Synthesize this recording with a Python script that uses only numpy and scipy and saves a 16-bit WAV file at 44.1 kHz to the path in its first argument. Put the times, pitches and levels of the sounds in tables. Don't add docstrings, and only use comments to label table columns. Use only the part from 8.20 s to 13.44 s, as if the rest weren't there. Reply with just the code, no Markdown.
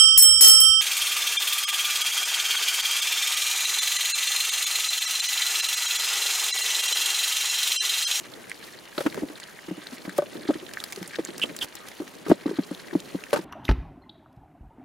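import sys
import numpy as np
from scipy import signal
from scipy.fft import rfft, irfft
from scipy.io import wavfile
from scipy.ndimage import uniform_filter1d

SR = 44100
rng = np.random.default_rng(int(sys.argv[2]) if len(sys.argv) > 2 else 0)


def store_pcm(level_fs):
    pcm = np.round(np.clip(level_fs, -1, 1) * 32767).astype(np.int16)
    wavfile.write(sys.argv[1], SR, np.atleast_2d(pcm).T)


N = 231294


def gain_of(db):
    return 10 ** (np.asarray(db) / 20)


def evened(x):
    return x / np.sqrt(np.mean(x ** 2) + 1e-20)


def wobble(size, smooth_samples):
    return evened(uniform_filter1d(rng.standard_normal(size), smooth_samples))


def read(points, hz):
    f, value = np.transpose(points)
    return np.interp(np.log(hz + 1), np.log(f + 1), value)


def add(mix, s, sound):
    part = mix[:, max(round(s * SR), 0):][:, :sound.shape[-1]]
    part += sound[..., :part.shape[1]]


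def panned(x, pan_db):
    return x * gain_of([[pan_db / 2], [-pan_db / 2]])


def coloured(x, spectrum):
    size = x.shape[-1]
    gains = gain_of(read(spectrum, np.fft.rfftfreq(size, 1 / SR)))
    return evened(irfft(rfft(x) * gains, size))


# f/Hz, likeness (1 = the same)
EAR_LIKENESS = [(40, 0.14), (120, 0.09), (300, 0.25), (1000, 0.33), (2500, 0.5), (6000, 0.8), (14000, 0.42)]
def noise(spectrum, size, grit=0.):
    white = rng.standard_normal((2, size))
    grains = np.exp(grit * np.clip(rng.standard_normal(size), -2, 2))
    left, other = rfft(white * grains)
    same = np.clip(read(EAR_LIKENESS, np.fft.rfftfreq(size, 1 / SR)), -1, 1)
    right = same * left + np.sqrt(1 - same ** 2) * other
    return coloured(irfft([left, right], size), spectrum)


def droplets(spectrum, size, grit=0.77, tint_db=2.6):
    hz = np.geomspace(40, 16000, 28)
    levels = read(spectrum, hz) + tint_db * rng.standard_normal(len(hz))
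    return noise(np.transpose([hz, levels]), size, grit)


def swell(t, peak_s):
    return t / peak_s * np.exp(1 - t / peak_s)


def ring(t, hz, peak_s, bend=0):
    turns = hz * (t + bend * peak_s * (1 - np.exp(-t / peak_s)))
    return swell(t, peak_s) * np.sin(2 * np.pi * turns)


# f/Hz, level/dB
AIR_COLOUR = [(20, 10), (100, 2.5), (350, 5), (900, 5.5), (1900, -3.5), (2500, -0.5), (4200, -6),
              (7500, -23), (10000, -18), (16000, -25)]
def field_air(level_db=-51):
    return gain_of(level_db) * noise(AIR_COLOUR, N)


# t/s, length/s, level/dB
INSECT_CALLS = [(0, 0.1, -58), (0.598, 0.14, -58.5), (1.382, 0.25, -56)]
# f/Hz, level/dB
INSECT_COLOUR = [(2000, -59), (2800, -2), (2950, 1), (3100, -11), (4200, -50)]
def insect():
    out = np.zeros((2, N))
    for s, length, db in INSECT_CALLS:
        fade = signal.windows.tukey(round(length * SR), .5)
        add(out, s, gain_of(db) * fade * noise(INSECT_COLOUR, SR)[:, :len(fade)])
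    return out


# f/Hz, level/dB
RUB_COLOUR = [(400, -20), (1000, -5), (1250, 6), (1700, -11), (4000, -31)]
def rub(start_s=3.56, length_s=0.14, level_db=-49.5):
    out, stroke = np.zeros((2, N)), np.hanning(round(length_s * SR))
    add(out, start_s, gain_of(level_db) * stroke * noise(RUB_COLOUR, SR)[:, :len(stroke)])
    return out


# t/s, churn/dB, crackle/dB, fizz/dB
MUD_ACTIVITY = [(0.0, -51, -48, -54.5), (0.79, -56, -52.5, -56), (0.95, -41.5, -49.5, -50.5),
                (1.21, -54.5, -49.5, -56), (1.44, -57.5, -51, -56), (2.16, -45.5, -46.5, -55.5),
                (2.79, -53, -49, -51.5), (2.96, -49.5, -46.5, -55.5), (3.3, -44, -49, -53),
                (3.44, -54.5, -49.5, -60), (3.78, -54, -52.5, -53), (4.1, -52.5, -53.5, -59),
                (4.28, -51, -49.5, -57.5), (4.48, -50, -47, -55), (4.79, -49, -51, -55.5),
                (5.24, -52, -51.5, -55.5)]
def activity(layer):
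    times, churn, crackle, fizz = np.transpose(MUD_ACTIVITY)
    levels = {"churn": churn, "crackle": crackle, "fizz": fizz}[layer]
    return gain_of(np.interp(np.arange(N) / SR, times, levels))


# f/Hz, level/dB
CHURN_COLOUR = [(20, -19), (70, -12), (140, 1.5), (340, 3.5), (600, -2), (1000, -25), (2000, -21.5),
                (6000, -74)]
# f/Hz, level/dB
FIZZ_COLOUR = [(1500, 2), (4500, -5.5), (6800, 0), (7800, -6.5), (10000, -2), (13000, -5.5), (16000, -11)]
def sliding(churn_db=2.5, fizz_db=1.45, flutter_db=2.1):
    churn = gain_of(churn_db + flutter_db * wobble(N, 900)) * noise(CHURN_COLOUR, N)
    fizz = gain_of(fizz_db + flutter_db * wobble(N, 400)) * noise(FIZZ_COLOUR, N, grit=1.0)
    return activity("churn") * churn + activity("fizz") * fizz


# f/Hz, level/dB
CRACKLE_COLOUR = [(500, -77), (1100, -4), (1800, 6.5), (2600, -0.5), (4200, 3.5), (6000, -4.5), (10000, -5),
                  (16000, -50)]
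def wriggling(crackle_db=0.5, tearing_db=-6, base_pops_per_s=520, pitches=96, clumping=.55):
    out, t = np.zeros((2, N)), np.arange(700) / SR
    pop_chance = np.exp(clumping * wobble(N, 1100)) * base_pops_per_s / pitches / SR
    for hz in np.geomspace(800, 12000, pitches):
        starts = np.flatnonzero(rng.random(N) < pop_chance)
        peak_s = rng.uniform(.4, 2.2) / hz
        band = [(hz / 3, -24), (hz, 0), (hz * 3, -24)]
        tearing = swell(t, 0.0014) * coloured(rng.standard_normal(len(t)), band)
        pop = evened(ring(t, hz, peak_s, bend=-0.18) + gain_of(tearing_db) * tearing)
        boosts_db = 3.8 * np.minimum(rng.exponential(1, len(starts)), 4)
        for start, db in zip(starts, boosts_db):
            add(out, start / SR, panned(gain_of(db) * pop, pan_db=rng.normal(0, 6)))
    return gain_of(crackle_db) * activity("crackle") * coloured(out, CRACKLE_COLOUR)


# t/s, length/s, level/dB
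MUD_DRAGS = [(0.373, 0.18, -47.5), (0.701, 0.23, -43), (1.692, 0.086, -45.5), (1.825, 0.056, -47),
             (1.954, 0.039, -39.5), (2.121, 0.054, -47.5), (3.399, 0.068, -33), (3.659, 0.045, -42),
             (4.066, 0.066, -41), (5.123, 0.031, -35), (5.16, 0.037, -48)]
# f/Hz, level/dB
SQUELCH_COLOUR = [(300, 8), (1000, 6), (2000, 5.5), (3500, 3.5), (5200, 3.5), (7500, -1), (10000, 1.5),
                  (13000, -2), (16000, -7)]
def squelches(lumps_db=3.1, size=16384):
    out = np.zeros((2, N))
    for s, length, db in MUD_DRAGS:
        swish = gain_of(lumps_db * wobble(size, 250)) * noise(SQUELCH_COLOUR, size, grit=0.24)
        stroke = np.hanning(round(length * SR))
        add(out, s, gain_of(db) * stroke * swish[:, :len(stroke)])
    return out


# t/s, level/dB, f/Hz, spray/dB, left over right/dB
MUD_POPS = [(.297, -23.5, 9200, -51, -5), (.316, -19, 2070, -43, -4), (0.9006, -29.5, 4160, -53, 2),
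            (0.9438, -33.5, 1130, -33.5, -2), (1.1997, -37, 2140, -36, 2), (1.2375, -32.5, 3100, -43, 10),
            (1.67, -24, 3980, -41.5, 5), (1.894, -26.5, 1670, -37, 2), (1.98, -23, 10000, -27, 0),
            (2.536, -27, 4600, -33.5, -3), (2.572, -19, 1730, -53, -2), (2.602, -23.5, 3630, -35.5, -3),
            (2.639, -18.5, 4570, -28.5, -2), (2.723, -43, 6740, -31.5, -2), (2.7286, -28, 2140, -30.5, -2),
            (2.7604, -28, 4330, -34, -2), (2.828, -31, 2100, -35, 4), (2.877, -22.5, 9300, -39, -4),
            (2.957, -24, 3730, -42, 5), (3.05, -16, 7100, -38, -2.5), (3.1801, -28, 5400, -34, 1),
            (3.196, -30.5, 1280, -33, -3), (3.365, -21.5, 7200, -31.5, 1), (3.389, -22.5, 4220, -34, -2),
            (3.553, -28, 6900, -33.5, 3), (3.8773, -33.5, 1840, -36, 1), (4.5482, -27, 3660, -43, 2),
            (4.802, -29.5, 3830, -38, 2), (5.038, -24.5, 2530, -38.5, -5), (5.107, -35.5, 2340, -42, -3)]
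# f/Hz, level/dB
SPRAY_COLOUR = [(200, -7), (700, 6.5), (1500, 9), (4000, 8), (8000, 7.5), (12000, 0), (20000, -4)]
def pops(peak_cycles=1.07, spray_s=0.0012, middle_hz=3500):
    out, t = np.zeros((2, N)), np.arange(2048) / SR
    for s, db, hz, spray_db, pan_db in MUD_POPS:
        colour = np.array(SPRAY_COLOUR) * [(hz / middle_hz) ** 0.56, 1]
        spray = gain_of(spray_db) * swell(t, spray_s) * droplets(colour, len(t))
        pocket = gain_of(db) * ring(t, hz, peak_cycles / hz, bend=-0.012)
        add(out, s, panned(pocket + spray, pan_db))
    return out


# t/s, length/s, relative level/dB, f/Hz, slip rate/Hz
SKIN_SQUEAKS = [(3.217, 0.023, -6.5, 2936, 245), (3.4117, 0.018, -13.5, 3200, 560)]
def squeaks(slip_s=0.00084, spray_db=-20, growth_db=5):
    out, t = np.zeros((2, N)), np.arange(2048) / SR
    for s, length, db, hz, rate in SKIN_SQUEAKS:
        for at in np.arange(0, length, 1 / rate):
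            late, detune, force = rng.standard_normal(3)
            gap = ring(t, hz * (1 + .055 * detune), slip_s)
            spray = gain_of(spray_db) * swell(t, 0.00093) * noise(SPRAY_COLOUR, len(t), grit=0.49)
            slip_db = db + 1.4 * force + growth_db * (at / length - 2.5)
            add(out, s + at + 0.061 * late / rate, panned(gain_of(slip_db) * (gap + spray), pan_db=-3))
    return out


# t/s, note/dB, wet smack/dB
BUCKET_HITS = [(0.7788, -21, -21), (.785, -32, -28), (0.8057, -29, -23.5), (1.984, -11, -24.5),
               (2.02, -23, -34), (3.8005, -35.5, -37), (5.13, -14.5, -17), (5.139, -23, -33),
               (5.147, -26, -31), (5.16, -36, -21)]
# f/Hz, level/dB, time to peak/s
BUCKET_TONES = [(154, -23, 0.0069), (366, -5.5, 0.0032), (586.6, -0.5, 0.0045), (704, -8.5, 0.0028),
                (1163, -13.5, 0.0017), (1510, -28, 0.0066)]
# f/Hz, level/dB
SMACK_COLOUR = [(40, -28), (200, 0), (500, 13), (950, 6.5), (1500, 0), (2300, -6.5), (4500, -10.5),
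                (7000, -22), (11000, -18), (16000, -33)]
def bucket_knocks(smack_s=.0017, drops_db=-14, drops_s=.006):
    out, t = np.zeros((2, N)), np.arange(4096) / SR
    note = sum(gain_of(db) * ring(t, hz, peak_s) for hz, db, peak_s in BUCKET_TONES)
    for s, db, smack_db in BUCKET_HITS:
        splash = swell(t, smack_s) + gain_of(drops_db) * swell(t, drops_s)
        smack = gain_of(smack_db) * splash * droplets(SMACK_COLOUR, len(t))
        add(out, s, panned(gain_of(db) * note + smack, pan_db=1.5))
    return out


def flap(t, after_s=0.046, level_db=-45.5, hz=318.5):
    late, size = rng.uniform(.75, 1.25, 2)
    return after_s * late, gain_of(level_db) * ring(t, hz / size, peak_s=0.0045)


# t/s, thud/dB, f/Hz, deep give of the ground/dB, spatter/dB
MUD_BLOWS = [(.853, -25, 293, -49, -35), (.862, -11.5, 285, -56, -20), (0.974, -23.5, 380, -42, -28.5),
             (1.02, -25, 334, -35, -38), (1.032, -17.5, 280, -54, -54), (1.099, -34, 298, -56, -41),
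             (1.482, -29, 318, -37, -36.5), (1.51, -22.5, 297, -27.5, -50), (1.576, -33, 296, -41, -42),
             (1.722, -29.5, 237, -45, -38), (1.85, -41, 338, -51, -37), (1.875, -27.5, 293, -30, -39.5),
             (2.153, -27, 297, -61, -37), (2.251, -35, 321, -48, -44), (2.2893, -12, 296, -49, -37),
             (2.2967, -12.5, 309, -55, -48), (2.3048, -16.5, 543, -37, -29),
             (2.354, -30.5, 302, -43, -34.5), (2.425, -32.5, 350, -57, -43), (2.773, -31.5, 374, -42, -41),
             (2.812, -35, 309, -30, -42.5), (2.986, -20.5, 451, -39, -32), (2.9912, -19.5, 313, -47, -41),
             (3.086, -38, 323, -37, -33.5), (3.238, -32.5, 280, -40, -28.5), (3.294, -34, 280, -39, -48),
             (3.8, -23.5, 291, -40, -52), (3.817, -32, 354, -51, -40), (4.063, -29, 395, -51, -28),
             (4.082, -24.5, 400, -31, -41), (4.099, -9.5, 308, -16, -23), (4.1143, -6.5, 620, -25.5, -24),
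             (4.1174, -1.5, 320, -21, -45), (4.2581, -14, 288, -29, -34), (4.275, -28, 370, -51, -37.5),
             (4.291, -27, 300, -33.5, -34.5), (4.311, -20.5, 374, -46, -44), (4.328, -30, 320, -44, -50),
             (4.387, -12, 277.4, -23.5, -36.5), (4.51, -24, 292, -32, -36.5), (4.729, -28, 320, -37, -34.5),
             (4.752, -9.5, 289, -22, -49), (4.946, -18.5, 278, -26, -39), (5.137, -25, 306, -56, -20.5),
             (5.168, -34, 376, -52, -26), (5.188, -25, 315, -34, -35)]
# f/Hz, level/dB
GROUND_COLOUR = [(25, -23), (45, 12), (70, -37), (115, -11.5), (170, -29), (225, 12.5), (330, -9),
                 (560, 6.5), (900, -28), (2500, -57), (8000, -51)]
# f/Hz, level/dB
SPATTER_COLOUR = [(40, -52), (130, -38), (250, 20), (700, -0.5), (1300, 1), (2500, -9), (5000, -19),
                  (10000, -25.5), (16000, -32)]
def slaps(peak_cycles=0.71, contact_db=-11, ground_db=-17, settle_db=-28, settle_s=0.019, drops_db=-16):
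    out, t = np.zeros((2, N)), np.arange(8192) / SR
    splash = swell(t, peak_s=0.0036) + gain_of(drops_db) * swell(t, peak_s=0.0068)
    for s, db, hz, give_db, spatter_db in MUD_BLOWS:
        peak_s = peak_cycles * 2 ** (-db / 27) / hz
        contact = gain_of(contact_db) * ring(t, hz * 2.14, peak_s=0.00076)
        thud = ring(t, hz, peak_s, bend=0.22) + contact
        jolt = gain_of(ground_db) * swell(t, peak_s)
        settling = gain_of(settle_db) * np.exp(-t / settle_s) * (1 - np.exp(-t / peak_s))
        shudder = (jolt + settling) * noise(GROUND_COLOUR, len(t))
        give = gain_of(give_db) * ring(t, hz=184, peak_s=0.0074)
        spatter = gain_of(spatter_db) * splash * droplets(SPATTER_COLOUR, len(t))
        add(out, s, panned(gain_of(db) * (thud + shudder) + give + spatter, pan_db=1.0))
        delay_s, soft_landing = flap(t)
        add(out, s + delay_s, soft_landing)
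    return out


def surroundings(x, bounce_s=0.0026, bounce_db=-14, scatter_db=-14, scatter_s=0.0046):
    t = np.arange(4096) / SR
    echoes = rng.standard_normal((2, len(t))) * swell(t, scatter_s)
    echoes *= gain_of(scatter_db) / np.linalg.norm(echoes[0])
    echoes[:, round(bounce_s * SR)] += gain_of(bounce_db)
    treble = signal.sosfilt(signal.butter(2, 900, "high", fs=SR, output="sos"), x)
    return x + signal.oaconvolve(treble, echoes, axes=1)[:, :N]


def scene():
    soft = field_air() + insect() + rub() + sliding() + squelches()
    sharp = wriggling() + pops() + squeaks() + bucket_knocks() + slaps()
    return soft + surroundings(sharp)


def record(dry, low_hz=125, high_hz=15900):
    thin = signal.sosfilt(signal.butter(1, low_hz, "high", fs=SR, output="sos"), dry)
    treble_cut = signal.firwin(511, high_hz, window=("kaiser", 9), fs=SR)
    return signal.oaconvolve(thin, treble_cut[None], "same")


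dry = scene()
out = record(dry)
store_pcm(out)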